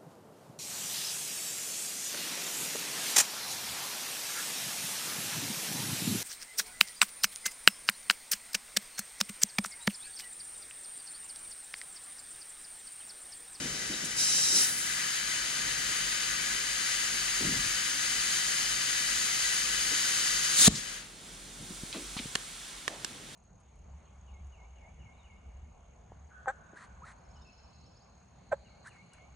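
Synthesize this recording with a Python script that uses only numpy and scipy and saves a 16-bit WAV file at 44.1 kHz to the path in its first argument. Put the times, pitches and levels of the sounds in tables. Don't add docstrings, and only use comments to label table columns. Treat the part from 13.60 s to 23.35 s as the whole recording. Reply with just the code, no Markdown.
import sys
import numpy as np
from scipy import signal
from scipy.fft import rfft, irfft
from scipy.io import wavfile
from scipy.ndimage import uniform_filter1d

SR = 44100
rng = np.random.default_rng(int(sys.argv[2]) if len(sys.argv) > 2 else 0)


def unload_wav(signal):
    wavfile.write(
        sys.argv[1],
        SR,
        np.round(np.clip(np.atleast_2d(signal).T, -1, 1) * 32767).astype(np.int16),
    )


N = 429975
TIME = np.arange(N) / SR
FREQ = np.maximum(np.arange(N // 2 + 1) * SR / N, 1)

# (pitch [Hz], relative level per Hz [dB])
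SHOP_COLOUR = [(22, -33), (40, -3), (75, -10), (130, -2.5), (210, -3.5), (330, -7.5), (600, -12.5),
               (1200, -24), (4000, -35), (15000, -59)]
# (time [s], level [dB])
SHOP_LEVEL = [(0, -49), (2, -54), (6.9, -52.5), (7.6, -57), (8.3, -54.5), (9.0, -58.5), (9.75, -52)]
# (pitch [Hz], middle level [dB])
THROB_TONES = [(38.4, -70), (43.7, -65), (47.6, -65)]
# (time [s], level
# [dB], pitch [Hz], decay [s])
BODY_BUMPS = [(0, -41.5, 198, 0.031), (.045, -41, 230, 0.019), (.29, -41.5, 239, 0.037),
              (.42, -45, 200, .03), (.91, -48, 287, .07), (3.79, -38, 218, .06), (3.83, -35, 150, 0.089),
              (3.82, -45, 50, 0.13), (6.31, -45, 300, .019), (7.06, -36.5, 148, 0.055),
              (7.062, -32, 50, .02), (7.995, -45.5, 170, 0.044), (8.1, -43.5, 168, 0.023),
              (8.34, -42, 264, 0.046), (8.59, -41, 191, 0.016), (9.285, -47, 520, 0.062)]
# (time [s], peak level [dB])
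CAMERA_KNOCKS = [(8.108, -35), (8.236, -29), (8.568, -29), (8.658, -30), (8.755, -32), (9.276, -40)]
# (time [s], level [dB], pitch [Hz], decay [s])
GRITTY_SCUFFS = [(.329, -41, 3800, .009), (.443, -37, 6960, .016), (6.317, -32, 6030, .004),
                 (7.148, -36, 5230, .02), (8.327, -34, 3060, 0.0023), (8.325, -44, 3000, 0.037),
                 (8.335, -49, 950, 0.023), (8.563, -40.5, 3360, 0.022), (8.563, -45, 900, .014),
                 (8.587, -36, 2830, 0.0067)]
# (time [s], peak level [dB], brightest pitch [Hz], rebound delay [s], rebound level [dB],
#  left minus right [dB])
SHARP_CLICKS = [(7.078, -20, 2500, 0.00088, 1, 2), (8.7538, -11.5, 2580, 0.0028, -0.5, -5),
                (9.2794, -13.5, 1630, 0.0017, -16, -5), (9.4466, -17, 6100, 0.0025, -16, -4)]
# (pitch [Hz], time to fall by 60 dB [s], relative level [dB])
GEAR_RINGS = [(486, 0.0074, 9.5), (1140, 0.0075, -2), (1700, 0.0085, -2), (2940, 0.0027, -2.5),
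              (4360, 0.0016, -6), (5700, .0025, -10), (7450, 0.0035, -6), (9500, 0.0076, -18)]
# (time [s], level [dB])
LEAK_LEVEL = [(7.5, -52.5), (7.69, -52.5), (8.01, -51.5), (8.25, -48.5), (8.6, -46.5), (9.32, -49),
              (9.48, -49), (9.75, -51)]
# (time [s], treble lift [dB])
LEAK_TREBLE = [(7.5, -0.5), (8.15, 4), (9.1, 0.5), (9.4, -1)]
# (pitch [Hz], relative level [dB])
LEAK_COLOUR = [(150, -36), (700, -3), (1400, 1), (2200, -1), (3600, 0.5), (5000, -1), (7500, 1.4),
               (9400, -0.8), (11000, -10.5), (15400, -21)]
BLAST_AIR_COLOUR = [(150, -10), (700, -18), (1800, -10), (2800, -11), (3800, -3.5), (5700, -7), (7500, 1.5),
                    (8700, -4), (9800, -5.5), (11500, -19), (15400, -23)]
SPIT_AIR_COLOUR = [(150, -21), (1000, -23.5), (3400, -12), (3900, -6), (4400, -13.5), (5200, -1.5),
                   (6100, -1.5), (6800, -7), (7600, 1.5), (8600, -13.5), (9500, 0), (10800, -18.5),
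                   (15400, -26)]
FILL_AIR_COLOUR = [(150, -27), (600, -16), (900, -15), (1400, -5.5), (2400, -3), (4200, -6.5), (5600, -4.5),
                   (6400, -1), (8000, -2.5), (10000, -6.5), (10700, -18.5), (13000, -18), (15400, -26.5)]
# (pitch [Hz], width [Hz], lift [dB])
TUBE_RESONANCES = [(1470, 220, 1.5), (2190, 350, 3), (3430, 820, 3), (4300, 250, 1), (9340, 470, 5.5)]
# (pitch [Hz], width [Hz], lift [dB])
SEAL_RESONANCES = [(3520, 200, -10), (3950, 250, 3), (4800, 300, 2.5), (6400, 200, -4), (8200, 300, 0),
                   (9100, 300, 2.5), (10100, 250, -9)]
# (pitch [Hz], width [Hz], lift [dB])
STEM_RESONANCES = [(1220, 82, 5), (1630, 330, 6), (1970, 190, 5), (3024, 135, 6.5), (3940, 260, 4),
                   (4760, 770, 5), (5440, 150, -3), (6650, 300, 2), (7150, 250, 2.5), (7850, 220, -3),
                   (8900, 390, 2.5)]
# (pitch [Hz], left minus right [dB], shared part [0-1], left phase lead [rad])
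PORTS_AT_HAND = [(300, -2.0, 0.96, -0.1), (1100, -0.7, 0.31, 0.19), (2000, -2.6, 0.55, 0.5),
                 (3500, 1.3, 0.97, -0.02), (6000, -2.2, 0.65, -0.23), (7800, -7.4, 0.42, -1.56),
                 (9500, 5.2, 0.57, -1.82), (11000, -5.6, 0.07, -1.8), (15000, 3.8, 0.08, 1.26)]
PORTS_AT_VALVE = [(300.0, -2.3, 0.9, 0.02), (800.0, 3.3, 0.33, 1.05), (1100.0, 11.7, 0.16, -1.37),
                  (1600.0, 14.2, 0.76, 0.32), (2500.0, 9.9, 0.52, -1.22), (4200.0, 5.7, 0.69, 0.09),
                  (5150.0, -1.0, 0.79, 1.5), (5470.0, 2.5, 0.6, 3.04), (5950.0, 4.5, 0.64, 1.3),
                  (6850.0, -0.7, 0.82, 1.48), (7550.0, -2.9, 0.7, 2.8), (9300.0, 4.0, 0.75, 3.13),
                  (10700.0, 1.7, 0.0, 2.33), (14500.0, 7.7, 0.24, 2.99)]

TOP_HZ = 15800
THROB_START_S, THROB_END_S, THROB_FADE_S = 1.3, 9.2, 0.25
KNOCK_HZ, KNOCK_RISE_S, KNOCK_DECAY_S = 187, 0.0014, 0.0024
RUB_RISE = 0.21
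LEAK_ATTACK_S = 0.05
SEATED_S, LIFT_S, RELEASE_S = 1.17, 6.95, 7.081
SPIT_START_S, SPIT_END_S, SPIT_ATTACK_S, SPIT_RELEASE_S = 0.556, 1.038, 0.038, 0.019
SPIT_DB, SEEP_DB, SEEP_RELEASE_S = -31.5, -45, 0.28
ROCK_S, ROCK_RISE_S, ROCK_DECAY_S, ROCK_DB = 0.962, 0.015, 0.025, -34
SQUEEZE_S, SQUEEZE_RISE_S = 1.027, 0.033
FIZZ_DB, FIZZ_DECAY_S = -27, 0.23
SURGE_DB, SURGE_DECAY_S = -44.5, 0.069
ASKEW_DB, SEATED_DB, CREEP_DB_PER_S = -44.5, -39.6, 0.1849
SEATING_S, SHUT_S = 0.16, 0.0044
TREBLE_DB, TREBLE_DB_PER_S = -1.37, 0.5639
GASP_START_S, GASP_END_S, GASP_ATTACK_S, GASP_RELEASE_S = 7.085, 7.365, 0.09, 0.06
GASP_DB, GASP_TREBLE_DB, GASP_DULLING_DB_PER_S = -48, 4, 17


def undb(db):
    return 10 ** (np.asarray(db) / 20)


def curve(rows):
    return np.interp(TIME, *np.transpose(rows))


def across(rows):
    hz, *columns = np.transpose(rows)
    return np.array([np.interp(np.log(FREQ), np.log(hz), column) for column in columns])


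def noise():
    return rfft(rng.standard_normal(N))


def unit(x):
    return x / np.std(x.mean(axis=0))


def band(x, lo_hz, hi_hz, order=2):
    sos = signal.butter(order, [lo_hz, hi_hz], "band", fs=SR, output="sos")
    return signal.sosfilt(sos, x)


def walk(rate):
    hold_samples = int(SR / rate)
    steps = np.repeat(rng.standard_normal(N // hold_samples + 1), hold_samples)
    smooth = uniform_filter1d(uniform_filter1d(steps, hold_samples), hold_samples)[:N]
    return smooth / smooth.std()


def hold(start_s, end_s, attack_s, release_s):
    attack = np.clip((TIME - start_s) / attack_s, 0, 1)
    return attack * np.exp(-np.maximum(TIME - end_s, 0) / release_s)


def swell(s, rise_s, decay_s):
    return np.exp(-np.maximum((s - TIME) / rise_s, (TIME - s) / decay_s))


def swing(s, db, hz, rise_s, decay_s):
    return -undb(db) * swell(s, rise_s, decay_s) * np.cos(2 * np.pi * hz * (TIME - s))


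def treble(x, corner_hz):
    return irfft(rfft(x) / (1 + (corner_hz / FREQ) ** 6), N)


def brighten(x, lift_db, corner_hz):
    return x + treble(x, corner_hz) * (undb(lift_db) - 1)


def reflections(db, span_s, count=12):
    echo = np.zeros(N)
    lag = rng.uniform(0, 1, count)
    size = rng.standard_normal(count)
    delay_s = 0.002 + span_s * lag
    echo[(delay_s * SR).astype(int)] = undb(db) * size / np.linalg.norm(size)
    return 1 + rfft(echo)


def jet(colour, ports, resonances=()):
    db = across(colour)[0]
    for hz, width_hz, lift_db in resonances:
        db = db + lift_db / (1 + (2 * (FREQ - hz) / width_hz) ** 2)
    pan_db, shared, lead = across(ports)
    shared = np.clip(shared, 0, 1)
    direct = noise() * np.sqrt(shared)
    out = []
    for side in (1, -1):
        diffuse = noise() * np.sqrt(1 - shared)
        heard = direct * np.exp(0.5j * side * lead) + diffuse
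        share = 1 / np.sqrt(1 + undb(-2 * side * pan_db))
        out.append(heard * share * reflections(db=-12, span_s=0.012))
    bass_cut = FREQ ** 2 / (FREQ ** 2 + 110 ** 2)
    return irfft(np.array(out) * undb(db) * bass_cut, N)


def rubs(rows, spread, grain, apart, order):
    out = np.zeros((2, N + SR))
    t = TIME[:SR // 2]
    ratio = 1 + spread
    for s, db, hz, decay_s in rows:
        mid, side, size = rng.standard_normal((3, len(t)))
        grains = (mid + apart * np.array([side, -side])) * np.exp(grain * size)
        burst = unit(band(grains, hz / ratio, hz * ratio, order))
        shape = (1 - np.exp(-t / (RUB_RISE * decay_s))) ** 2 * np.exp(-t / decay_s)
        start = int(s * SR)
        out[:, start:start + len(t)] += burst * undb(db) * shape / shape.max()
    return out[:, :N]


def workshop(apart=0.27, bass_apart=0.44):
    colour = undb(across(SHOP_COLOUR)[0])
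    mid = irfft(noise() * colour, N)
    difference = apart * FREQ / 300 + bass_apart / (1 + (FREQ / 100) ** 4)
    side = irfft(noise() * colour * np.minimum(difference, 1), N)
    murmur = unit(np.array([mid + side, mid - side])) * undb(curve(SHOP_LEVEL) + walk(4.66))
    throb = 0
    for hz, db in THROB_TONES:
        level = undb(db + 4 * walk(9.8)) * np.sqrt(2)
        throb = throb + level * np.sin(2 * np.pi * hz * TIME + 1.1 * walk(4.4))
    return murmur + throb * hold(THROB_START_S, THROB_END_S, THROB_FADE_S, THROB_FADE_S)


def room(x, wet_db, t60):
    t = TIME[:SR]
    tail = band(rng.standard_normal((2, SR)), 200, 4600, order=1)
    tail = tail * np.exp(-np.log(1000) * t / t60) * (1 - np.exp(-t / 0.022))
    tail = tail / np.linalg.norm(tail[0])
    return undb(wet_db) * signal.fftconvolve(x, tail, axes=1)[:, :N]


def bumps():
    return rubs(BODY_BUMPS, spread=0.6, grain=0.33, apart=0.094, order=2)


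def knocks():
    return sum(swing(s, db, KNOCK_HZ, KNOCK_RISE_S, KNOCK_DECAY_S) for s, db in CAMERA_KNOCKS)


def scuffs():
    return rubs(GRITTY_SCUFFS, spread=0.49, grain=0.5, apart=0.29, order=3)


def clicks(slope_db=9.0, rattle=0.21, rattle_s=0.0028, crack=1.0):
    out = np.zeros((2, N))
    t = TIME[:SR // 20]
    for s, db, bright_hz, rebound_s, rebound_db, pan_db in SHARP_CLICKS:
        push = rattle * rng.standard_normal((2, len(t))) * np.exp(-t / rattle_s)
        push[:, 0] += 1
        push[:, int(rebound_s * SR)] += undb(rebound_db)
        ring = 0
        for hz, t60, mode_db in GEAR_RINGS:
            octaves_off = abs(np.log2(hz / bright_hz))
            level = undb(mode_db - slope_db * octaves_off)
            ring = ring + level * np.exp(-np.log(1000) * t / t60) * np.cos(2 * np.pi * hz * t)
        ringing = signal.fftconvolve(push, ring[None])[:, :len(t)]
        click = band(ringing + crack * push, 300, 9800, order=5)
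        click = click / abs(click.mean(axis=0)).max()
        side_db = np.array([[pan_db], [-pan_db]]) / 2
        start = int(s * SR)
        out[:, start:start + len(t)] += click * undb(db + side_db)
    return out


def squeak():
    return swing(0.339, db=-31, hz=3800, rise_s=0.003, decay_s=0.005)


def loose_chuck():
    air = unit(jet(LEAK_COLOUR, PORTS_AT_HAND, TUBE_RESONANCES))
    air = brighten(air, curve(LEAK_TREBLE), corner_hz=4760)
    free = np.clip((TIME - RELEASE_S) / LEAK_ATTACK_S, 0, 1)
    return air * free * undb(curve(LEAK_LEVEL) + 0.5 + 0.56 * walk(8.9))


def thump():
    puff = swing(RELEASE_S, db=-8.5, hz=190, rise_s=0.0026, decay_s=0.0036)
    high_pop = swing(RELEASE_S, db=-24.5, hz=690, rise_s=0.004, decay_s=0.0018)
    low_pop = swing(RELEASE_S, db=-30, hz=436, rise_s=0.0054, decay_s=0.0056)
    return puff + high_pop + low_pop


def blast(db=-19.5, thin_db=6.5):
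    gap = np.clip((TIME - LIFT_S) / (RELEASE_S - LIFT_S), 0, 1)
    valve_open = np.clip((RELEASE_S - TIME) / SHUT_S + 0.5, 0, 1)
    air = unit(jet(BLAST_AIR_COLOUR, PORTS_AT_VALVE))
    air = brighten(air, thin_db * (1 - gap), corner_hz=3400)
    flutter_db = 0.45 * walk(250)
    return air * gap * valve_open * undb(db + flutter_db)


def escaping():
    air = unit(jet(SPIT_AIR_COLOUR, PORTS_AT_VALVE, SEAL_RESONANCES))
    seep = undb(SEEP_DB) * np.exp(-np.maximum(TIME - SEATED_S, 0) / SEEP_RELEASE_S)
    spit = undb(SPIT_DB) * hold(SPIT_START_S, SPIT_END_S, SPIT_ATTACK_S, SPIT_RELEASE_S)
    rock = undb(ROCK_DB) * swell(ROCK_S, ROCK_RISE_S, ROCK_DECAY_S)
    fizz = undb(FIZZ_DB) * swell(SQUEEZE_S, SQUEEZE_RISE_S, FIZZ_DECAY_S)
    body = brighten(air, lift_db=-4, corner_hz=9150)
    high = treble(air, corner_hz=9150)
    return (body * (seep + spit + rock) + high * fizz) * undb(0.5 * walk(60.4))


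def filling():
    air = jet(FILL_AIR_COLOUR, PORTS_AT_VALVE, STEM_RESONANCES)
    air = air / np.std(band(air.mean(axis=0), 1200, 2600, order=4))
    filled_s = np.maximum(TIME - SEATED_S, 0)
    askew = undb(ASKEW_DB) * np.clip(1 - filled_s / SEATING_S, 0, 1)
    surge = undb(SURGE_DB) * swell(SQUEEZE_S, SQUEEZE_RISE_S, SURGE_DECAY_S)
    seated = undb(SEATED_DB + CREEP_DB_PER_S * filled_s)
    seated = seated * hold(SEATED_S, RELEASE_S, SEATING_S, SHUT_S)
    gasp = undb(GASP_DB) * hold(GASP_START_S, GASP_END_S, GASP_ATTACK_S, GASP_RELEASE_S)
    fill_lift_db = TREBLE_DB + TREBLE_DB_PER_S * filled_s
    gasp_lift_db = GASP_TREBLE_DB - GASP_DULLING_DB_PER_S * (TIME - RELEASE_S)
    lift_db = np.where(TIME < RELEASE_S, fill_lift_db, gasp_lift_db)
    air = brighten(air, lift_db + 0.31 * walk(14), corner_hz=3160)
    return air * (askew + surge + seated + gasp) * undb(0.39 * walk(30))


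def scene():
    airborne = scuffs() + clicks() + squeak() + loose_chuck() + blast() + escaping() + filling()
    echoes = room(airborne, wet_db=-22.5, t60=0.53)
    at_camera = bumps() + knocks() + thump()
    return workshop() + echoes + at_camera + airborne


def record(dry):
    sos = signal.ellip(10, 0.2, 75, TOP_HZ, fs=SR, output="sos")
    return signal.sosfilt(sos, dry)


dry = scene()
out = record(dry)
unload_wav(out)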